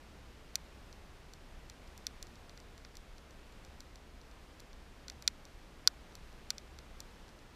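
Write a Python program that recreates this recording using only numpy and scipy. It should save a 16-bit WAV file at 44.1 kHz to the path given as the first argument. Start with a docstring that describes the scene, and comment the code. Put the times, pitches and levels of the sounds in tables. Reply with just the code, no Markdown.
"""Short dry snaps from a small stack of kindling catching fire outdoors, close to a camera microphone.
Pockets of sap burst, each ringing the same few resonances of the stack and the microphone port.
Under them lie a soft flutter of flame, a faint wavering low hum and the microphone's steady hiss."""
import sys
import numpy as np
from scipy import signal
from scipy.fft import rfft, irfft, next_fast_len
from scipy.io import wavfile
from scipy.ndimage import map_coordinates

SR = 44100
rng = np.random.default_rng(int(sys.argv[2]) if len(sys.argv) > 2 else 0)


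def persist_wave(psi):
    """Save psi, clipped to +-1, as 16-bit WAV."""
    counts = np.round(np.clip(psi, -1, 1) * 32767).astype(np.int16)
    wavfile.write(sys.argv[1], SR, np.atleast_2d(counts).T)


N = 332955


def amp(db):
    """dB to gain."""
    return 10 ** (np.asarray(db) / 20)


def unit(x):
    """x at rms 1."""
    return x / np.sqrt(np.mean(x ** 2) + 1e-20)


def wobble(rate_hz):
    """Smooth random curve, rate_hz knots a second."""
    knots = rng.standard_normal(int(N * rate_hz / SR) + 4)
    return map_coordinates(knots, [np.arange(N) * rate_hz / SR])


def filtered(x, response):
    """x filtered by the gain response(hz)."""
    size = next_fast_len(len(x) + 8192)
    return irfft(rfft(x, size) * response(np.fft.rfftfreq(size, 1 / SR)), size)[:len(x)]


def noise(spectrum):
    """Noise at rms 1, shaped by (freq_hz, density_db) points."""
    freq_hz, density_db = np.transpose(spectrum)
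    white = rng.standard_normal(N)
    return unit(filtered(white, lambda hz: amp(np.interp(np.log(hz + 1), np.log(freq_hz + 1), density_db))))


def snap(colour_db, size=1400):
    """One sap burst rings the modes; nearby sticks and rock add faint reflections."""
    # Stack and port modes; low ones arrive late, through the logs: freq_hz, level_db, t60_s, delay_ms
    modes = [(1070.0, -24.3, 0.0079, 1.409), (1460.0, -16, 0.017, 1.028), (2070.0, -12.1, 0.0102, 1.181),
             (2510.0, -17.3, 0.0145, 1.044), (3030.0, -15.6, 0.0092, 0.696), (3610.0, -4.0, 0.0083, 0.633),
             (4230.0, -2.7, 0.0085, 0.004), (4810.0, -10.5, 0.009, 0.099), (5600.0, 6.6, 0.0029, 0.134),
             (6040.0, -0.2, 0.006, 0.212), (7010.0, -17.6, 0.0177, 0.214), (7420.0, -4.5, 0.0072, 0.097),
             (8440.0, -25.0, 0.0143, 0.1), (9110.0, -23.5, 0.0135, 0.098), (9920.0, -19.7, 0.0115, 0.158),
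             (10960.0, -22.4, 0.0118, 0.105), (11990.0, -7.6, 0.0034, 0.118),
             (13120.0, -23.0, 0.008, 0.176), (14360.0, -23.8, 0.0065, 0.1), (14760.0, -17.1, 0.0029, 0.09)]
    # Tone-curve points, one per colour_db value: freq_hz
    colour_hz = [1200, 2200, 4200, 4800, 5800, 7300, 11000]
    freq_hz, level_db, t60_s, delay_ms = np.transpose(modes)[:, :, None]
    level_jitter, pitch_jitter = rng.standard_normal((2, len(modes), 1))
    time_s = np.arange(size) / SR
    age_s = np.maximum(time_s - delay_ms / 1000, 0)
    start_db = level_db + np.interp(np.log(freq_hz), np.log(colour_hz), colour_db) + 1.3 * level_jitter
    swing = np.sin(2 * np.pi * freq_hz * (1 + 0.0068 * pitch_jitter) * age_s)
    attack = 1 - np.exp(-age_s / 0.00016)
    ring = -np.sum(amp(start_db - 60 * age_s / t60_s) * attack * swing, axis=0)
    scatter_onset = 1 - np.exp(-(time_s / 0.0022) ** 2)
    scatter = amp(-33 - 60 * time_s / 0.02) * scatter_onset * rng.standard_normal(size)
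    return ring + np.convolve(ring[:size // 4], scatter)[:size]


def crackle():
    """Bursting sap: timed snaps, plus faint ticks at random."""
    # Sap bursts: start_s, strength_db, knock_db, hollow_db, spit_db
    # Knock lifts the wood modes, hollow the lowest log modes and the 4-5 kHz ring, spit the treble.
    snaps = [(0.5554, -19, -1.5, -6.5, 0.5), (0.9273, -47.5, 6, 0, -3), (1.3359, -43.5, -2, 0, 1),
             (1.6984, -40.5, 1, -1, 0), (1.9773, -44.5, -3, -13, 7), (2.0675, -24.5, -2.5, -1.5, -1),
             (2.2268, -35.5, -3, -5, 4), (2.2694, -50, -4, -8, 1), (2.3559, -51.5, 2, -3, -3),
             (2.4949, -47.5, 9, 1, -2), (2.5752, -48.5, 7, 5, 1), (2.6013, -47, -7, -8, -3),
             (2.7785, -48.5, 0, -4, 1), (2.8489, -44.5, 11, 2, -14), (2.954, -48, -4, 1, 5),
             (2.9693, -41.5, -3, -3, 4), (3.1817, -52.5, 5, 4, 2), (3.308, -53, 0, -1, 1),
             (3.6488, -49, 5, -1, 3), (3.805, -42.5, -3, 2, 3.5), (3.9571, -46.5, 7, -1, -1),
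             (4.2144, -52.5, 0, 0, -5), (4.598, -52, 7, 4, 3), (4.6024, -48, 4, 1, 8.5),
             (4.7304, -50.5, 1, -4, -6), (5.082, -37, 3, 1, -3), (5.0989, -34.5, 3.5, 1, -3),
             (5.2237, -43.5, 4, 5, 5), (5.2771, -13, 0.5, -1.5, -3), (5.4527, -46, -6, -5, -1),
             (5.8745, -13, -9.5, 14.5, 0.5), (6.1531, -43.5, 4.5, 4, 6), (6.5043, -21.5, 0, 0.5, 0),
             (6.5817, -35, 1, -5, -5), (6.7878, -43, 8, -1, -2), (7.004, -36, -5, -1, 5),
             (7.2812, -56, -1, -5, 1)]
    ticks_per_s, tick_db = 1.2, -57
    count = round(ticks_per_s * N / SR)
    spread_db = rng.standard_normal((count, 4)) * [1.5, 3, 3, 3]
    ticks = np.c_[rng.uniform(0, N / SR, count), tick_db + spread_db[:, 0], spread_db[:, 1:]]
    out = np.zeros(N + SR)
    for start_s, strength_db, knock_db, hollow_db, spit_db in [*snaps, *ticks]:
        thud_db = -6.5 + knock_db + 1.85 * hollow_db
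        burst = snap([thud_db, knock_db, 0.31 * hollow_db, hollow_db, 0, 0.6 * spit_db, spit_db])
        out[round(start_s * SR):][:len(burst)] += amp(strength_db) * burst
    low_cut = signal.butter(2, 650, "high", fs=SR, output="sos")  # small bursts radiate no bass
    return signal.sosfilt(low_cut, out[:N])


def flame():
    """The flame flaps and pushes the air, mostly at 20-40 Hz."""
    # Flutter envelope: time_s, relative_db
    flutter = [(0.0, -63.5), (2.27, -54.5), (2.48, -64), (2.86, -57), (7.11, -59), (7.55, -68)]
    time_s, relative_db = np.transpose(flutter)
    level_db = np.interp(np.arange(N) / SR, time_s, relative_db) - 1
    push = noise([(8, -42), (20, 9.5), (40, 4.5), (60, -20), (200, -59), (400, -120)])
    return amp(level_db) * unit(amp(1.5 * wobble(5.2)) * push)


def hum():
    """Faint low tone, wavering in pitch and level."""
    centre_hz, drift_hz, quiver_hz = 63, 4, 5.5
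    mean_db, swell_db, flicker_db = -60.5, 2, 2
    pitch_hz = centre_hz + drift_hz * wobble(2.7) + quiver_hz * wobble(18)
    level_db = mean_db + swell_db * wobble(2.3) + flicker_db * wobble(7)
    return amp(level_db) * np.sin(2 * np.pi * np.cumsum(pitch_hz) / SR)


def hiss():
    """Microphone noise floor, nearly constant in level."""
    # Noise floor shape: freq_hz, relative_density_db
    spectrum = [(12, -27), (20, -5.5), (45, -7.5), (78, -9), (105, -13.5), (200, -15), (565, -20),
                (1100, -23.5), (2440, -27.5), (5000, -33.5), (9000, -42), (13000, -46.5), (15000, -50.5),
                (15500, -79), (17000, -120)]
    level_db = -56.5 + 0.55 * wobble(2.96)
    return amp(level_db) * noise(spectrum)


def scene():
    """Fire over the steady floor, mono."""
    floor = hiss()
    return (crackle() + flame() + hum() + floor)[None]


def record(dry):
    """The camera passes nothing above its band limit."""
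    top_hz = 16550
    return filtered(dry[0], lambda hz: hz < top_hz)[None]


dry = scene()
out = record(dry)
persist_wave(out)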